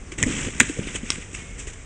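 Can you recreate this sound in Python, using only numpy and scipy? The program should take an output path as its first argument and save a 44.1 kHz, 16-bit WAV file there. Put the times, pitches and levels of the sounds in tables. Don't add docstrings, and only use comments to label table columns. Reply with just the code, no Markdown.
import sys
import numpy as np
from scipy import signal
from scipy.fft import rfft, irfft
from scipy.io import wavfile
from scipy.ndimage import uniform_filter1d

SR = 44100
rng = np.random.default_rng(int(sys.argv[2]) if len(sys.argv) > 2 else 0)


def output_pcm(signal):
    pcm = np.clip(np.atleast_2d(signal).T, -1, 1) * 32767
    wavfile.write(sys.argv[1], SR, np.round(pcm).astype(np.int16))


N = 81585

# (frequency [Hz], relative density [dB])
HISS_SPECTRUM = [(12, -34), (20, -8.5), (36, 3.5), (67, -4.5), (149, -16), (208, -25.5), (428, -22),
                 (734, -31), (1030, -31.5), (1330, -29.5), (1550, -31.5), (2220, -27), (3350, -36),
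                 (4330, -47.5), (5750, -35), (7830, -30.5), (9380, -39.5), (20600, -70)]
# (time [s], rustle [dB], ground rumble [dB])
TRAMPLING = [(0, -73, -46.5), (0.169, -61, -46.5), (0.199, -32.5, -28), (0.253, -45.5, -34),
             (.27, -35.5, -29), (.305, -32.5, -29), (.37, -33, -32), (0.466, -35, -35.5), (.51, -42, -40),
             (.59, -39.5, -38), (.625, -36, -35.5), (.74, -41, -43), (.81, -42.5, -36.5), (.92, -40, -42),
             (1.01, -51, -41), (1.085, -39.5, -45), (1.135, -38.5, -42), (1.29, -53, -47.5),
             (1.39, -43.5, -45.5), (1.52, -51, -46), (1.85, -55, -55)]
# (time [s], level [dB], rise [s], decay [s], relative treble [dB])
LEAF_KICKS = [(.116, -32.5, 0.0043, 0.013, -4), (.178, -35.5, 0.0064, 0.012, 0.5),
              (0.261, -46, 0.003, 0.021, 13), (0.446, -35, 0.011, .01, -1), (0.485, -33, 0.001, 0.0048, -5),
              (0.679, -36, 0.017, 0.016, -1.5), (0.818, -35.5, 0.016, 0.022, -18),
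              (.870, -29, 0.0017, 0.02, -20), (0.936, -29, 0.024, 0.014, -1.5),
              (1.2, -42.5, 0.023, 0.024, -3.5), (1.33, -43.5, .001, 0.016, 4.5),
              (1.34, -34.5, 0.01, 0.018, -0.5), (1.577, -41, 0.022, 0.037, 3),
              (1.668, -37, 0.0035, 0.029, 0), (1.73, -45, 0.0064, 0.0075, 3.5)]
# (frequency [Hz], relative density [dB])
LEAF_BODY_SPECTRUM = [(200, 4), (700, -12.5), (1200, -8), (2050, 1.5), (2550, 1), (3200, -2), (3750, -10),
                      (4300, -22), (6000, -21.5)]
LEAF_TREBLE_SPECTRUM = [(3000, -30.5), (4600, -22.5), (5600, -7.5), (6500, -2.5), (7900, 1.5), (8600, -6.5),
                        (9400, -11.5), (10500, -13.5)]
GROUND_SPECTRUM = [(20, -1.5), (60, -2), (130, 4), (280, -1), (480, -7.5), (700, -21), (1500, -23),
                   (4000, -77)]
# (time [s], pitch [Hz])
CHIRP_PATH = [(.06, 6550), (.066, 5750), (.085, 4700), (.118, 3720)]
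# (time [s], level [dB], pitch [Hz], swell [s])
HOOF_THUDS = [(0.121, -33.5, 342, 0.0054), (0.181, -26, 333, 0.0025), (0.23, -17.5, 106, 0.0063),
              (0.233, -22, 263, 0.0044), (0.261, -15, 251, 0.0069), (0.278, -23.5, 296, 0.0051),
              (.299, -23.5, 277, 0.0069), (0.459, -29, 108, 0.0099), (0.469, -25, 250, 0.0052),
              (0.484, -23.5, 370, 0.0016), (.605, -14.5, 239.7, 0.007), (0.6953, -20, 295, 0.0053),
              (0.7694, -29.5, 450, 0.0029), (.786, -25.5, 397, 0.0023), (0.7889, -15.5, 149, 0.0038),
              (0.806, -26.5, 206, 0.0043), (.871, -23.5, 282, 0.0013), (0.95, -23, 346, 0.0019),
              (1.029, -25, 234, 0.0065), (1.103, -18, 260, 0.00099), (1.181, -25.5, 221, 0.0029),
              (1.332, -31, 298, .002), (1.588, -39.5, 322, 0.0043), (1.671, -33, 410, 0.003)]
# (frequency [Hz], relative density [dB])
SOIL_SPECTRUM = [(120, -24), (300, 16), (480, 13), (620, 0.5), (850, -22), (2000, -43)]
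# (time [s], knock [dB], knock pitch [Hz], knock width [oct], snap [dB],
# snap pitch [Hz], snap width [oct], decay [s], ring re knock [dB], gain at MID_HZ [dB])
CRACK_EVENTS = [(.186, -25, 2200, 0.36, -26.5, 7460, 0.2, 0.0034, -12, -13.5),
                (.2276, -11.5, 1980, 0.8, -6.5, 7150, 0.27, 0.0012, -7, -10),
                (.2345, -10.5, 2090, 0.19, -20.5, 6850, 0.38, 0.002, -17, 1),
                (.5997, -17.5, 2200, 0.54, -3, 7180, 0.2, 0.00093, -5, -11),
                (.6012, -4.5, 1930, 0.32, -7, 7300, 0.17, 0.0011, -8, -14),
                (.6031, -3.5, 2080, .62, -8.5, 6800, .28, 0.0012, 0, -5),
                (0.6043, -4, 2490, 0.62, -11.5, 7000, 0.41, .0018, -4, -9),
                (.6102, -12.5, 1900, 0.56, -12, 7350, 0.24, 0.002, 1.5, -9),
                (1.1035, -11, 2050, 1.5, -10, 6330, 0.39, .0012, -7.5, 5),
                (1.1194, -21.5, 2800, .35, -38, 7300, .3, 0.0012, -14, -10),
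                (1.1578, -27.5, 2240, 0.39, -37, 7400, .22, 0.002, -14, -10)]
# (frequency [Hz], relative level [dB], T60 [s])
RING_MODES = [(1200, -24, 0.067), (1444, -10.5, 0.023), (1560, -26, 0.038), (2064, -11, 0.043),
              (2440, -20, .046), (2880, -25, .07), (3340, -19, 0.036), (3890, -19.5, 0.07)]

GRAINS_PER_S, GRAIN_SPREAD_DB, FLUTTER_DB = 1800, 2, 1.5
SNAPS_PER_S, SNAP_SPREAD_DB, SNAP_DECAY_CYCLES = 900, 3, 5
WHISTLE_HZ, WHISTLE_DB, WHISTLE_START_S, WHISTLE_LENGTH_S = 2180, -48, 1.39, .155
CLICK_GAIN, CRACK_TAIL_DB, CRACK_TAIL_S = 2.2, -25.5, 0.024
MID_HZ, MID_Q = 4260, 5
ECHO_DB, ECHO_T60_S, ECHOES_PER_S = -18.5, 0.44, 2000
MIC_CUTOFF_HZ, CLIP_LEVEL, BAND_LIMIT_HZ = 8990, 0.99, 16000


def amp(db):
    return 10 ** (np.asarray(db) / 20)


def unit_rms(x):
    return x / np.sqrt(np.mean(x ** 2) + 1e-20)


def add(mix, start_s, sound):
    part = mix[max(round(start_s * SR), 0):][:len(sound)]
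    part += sound[:len(part)]


def colour(x, spectrum):
    hz, db = np.transpose(spectrum)
    bins_hz = np.fft.rfftfreq(len(x), 1 / SR) + 1
    gain = amp(np.interp(np.log(bins_hz), np.log(hz), db))
    return unit_rms(irfft(rfft(x) * gain, len(x)))


def resonance(x, hz, width_oct, skirt_db=-28.5):
    bins_hz = abs(np.fft.fftfreq(len(x), 1 / SR)) + 1
    detune = np.log2(bins_hz / hz) / width_oct
    log_gain = np.log(np.exp(-detune ** 2 / 2) + amp(skirt_db))
    response = np.exp(np.conj(signal.hilbert(log_gain)))
    return unit_rms(np.fft.ifft(np.fft.fft(x) * response).real)


def impulses(per_s, spread_db, max_spreads):
    sizes_db = spread_db * np.minimum(rng.exponential(1, N), max_spreads)
    return amp(sizes_db) * rng.choice([-1, 1], N) * (rng.random(N) < per_s / SR)


def note(hz, db):
    fade = signal.windows.tukey(len(hz), 0.14)
    return amp(db) * fade * np.sin(2 * np.pi * np.cumsum(hz) / SR)


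def hiss(level_db=-38.5):
    return amp(level_db) * colour(rng.standard_normal(N), HISS_SPECTRUM)


def crackle():
    grains = unit_rms(impulses(GRAINS_PER_S, GRAIN_SPREAD_DB, max_spreads=4)) + rng.standard_normal(N)
    flutter = unit_rms(uniform_filter1d(uniform_filter1d(rng.standard_normal(N), size=300), size=300))
    return grains * amp(FLUTTER_DB * flutter)


def leaf_snaps():
    out, t = np.zeros(N), np.arange(1024) / SR
    pitches_hz = np.linspace(1200, 9600, 24)
    snaps = impulses(SNAPS_PER_S, SNAP_SPREAD_DB, max_spreads=3)
    pitch_index = rng.integers(0, len(pitches_hz), N)
    for k, hz in enumerate(pitches_hz):
        tick = unit_rms(np.exp(-hz * t / SNAP_DECAY_CYCLES) * np.sin(2 * np.pi * hz * t))
        out += signal.oaconvolve(snaps * (pitch_index == k), tick)[:N]
    return unit_rms(out)


def trampling(snaps_db=-4, trample_treble_db=-2):
    t = np.arange(N) / SR
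    times_s, rustle_db, ground_db = np.transpose(TRAMPLING)
    body_power = amp(np.interp(t, times_s, rustle_db)) ** 2
    treble_power = body_power * amp(trample_treble_db) ** 2
    for start_s, db, rise_s, decay_s, treble_db in LEAF_KICKS:
        attack = np.clip((t - start_s) / rise_s, 0, 1)
        envelope = amp(db) * attack * np.exp(-np.maximum(t - start_s - rise_s, 0) / decay_s)
        body_power += envelope ** 2
        treble_power += (envelope * amp(treble_db)) ** 2
    crunch = crackle() + amp(snaps_db) * leaf_snaps()
    body = np.sqrt(body_power) * colour(crunch, LEAF_BODY_SPECTRUM)
    treble = np.sqrt(treble_power) * colour(crunch, LEAF_TREBLE_SPECTRUM)
    rumble = amp(np.interp(t, times_s, ground_db)) * colour(crackle(), GROUND_SPECTRUM)
    return body + treble + rumble


def bird_chirp(start_db=-54, end_db=-66):
    out = np.zeros(N)
    times_s, hz = np.transpose(CHIRP_PATH)
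    fall_hz = np.interp(np.arange(times_s[0], times_s[-1], 1 / SR), times_s, hz)
    add(out, times_s[0], note(fall_hz, np.linspace(start_db, end_db, len(fall_hz))))
    return out


def hooves(grit_db=-12):
    out, t = np.zeros(N), np.arange(4096) / SR
    for start_s, db, hz, swell_s in HOOF_THUDS:
        envelope = (t / swell_s * np.exp(1 - t / swell_s)) ** 2
        grit = amp(grit_db) * colour(rng.standard_normal(len(t)), SOIL_SPECTRUM)
        add(out, start_s, amp(db) * envelope * (np.sin(2 * np.pi * hz * t) + grit))
    return out


def crack(knock_db, knock_hz, knock_oct, snap_db, snap_hz, snap_oct, decay_s, ring_db, mid_db):
    t = np.arange(4096) / SR
    envelope = np.exp(-t / decay_s) + amp(CRACK_TAIL_DB) * np.exp(-t / CRACK_TAIL_S)
    burst = envelope * rng.standard_normal(len(t)) + CLICK_GAIN * (t == 0)
    envelope_rms = np.sqrt(np.mean(envelope ** 2))
    knock = envelope_rms * resonance(burst, knock_hz, knock_oct)
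    snap = envelope_rms * resonance(burst, snap_hz, snap_oct)
    ring = sum(amp(ring_db + db - 60 * t / t60_s) * np.sin(2 * np.pi * hz * t)
               for hz, db, t60_s in RING_MODES)
    sound = amp(knock_db) * (knock + ring) + amp(snap_db) * snap
    mid_band = signal.lfilter(*signal.iirpeak(MID_HZ, MID_Q, fs=SR), sound)
    return sound + (amp(mid_db) - 1) * mid_band


def cracks():
    out = np.zeros(N)
    for start_s, *settings in CRACK_EVENTS:
        add(out, start_s, crack(*settings))
    return out


def echoes(x):
    t = np.arange(SR // 2) / SR
    taps = rng.standard_normal(len(t)) * (rng.random(len(t)) < ECHOES_PER_S / SR)
    taps *= amp(-60 * t / ECHO_T60_S)
    return amp(ECHO_DB) * signal.fftconvolve(x, taps / np.linalg.norm(taps))[:N]


def bird_whistle(pitch_waver=0.0036, flutter_db=2.5):
    out = np.zeros(N)
    waver = unit_rms(uniform_filter1d(rng.standard_normal(int(WHISTLE_LENGTH_S * SR)), size=1500))
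    pitch_hz = WHISTLE_HZ * (1 + pitch_waver * waver)
    add(out, WHISTLE_START_S, note(pitch_hz, WHISTLE_DB + flutter_db * waver))
    return out


def scene():
    cracking = cracks()
    mix = cracking + hiss() + echoes(cracking) + hooves() + trampling() + bird_chirp() + bird_whistle()
    return mix[None]


def record(dry):
    dull = signal.sosfilt(signal.butter(14, MIC_CUTOFF_HZ, fs=SR, output="sos"), dry)
    clipped = np.clip(dull, -CLIP_LEVEL, CLIP_LEVEL)
    band_limit = signal.firwin(511, BAND_LIMIT_HZ, window=("kaiser", 9), fs=SR)
    return signal.oaconvolve(clipped, band_limit[None], "same")


dry = scene()
out = record(dry)
output_pcm(out)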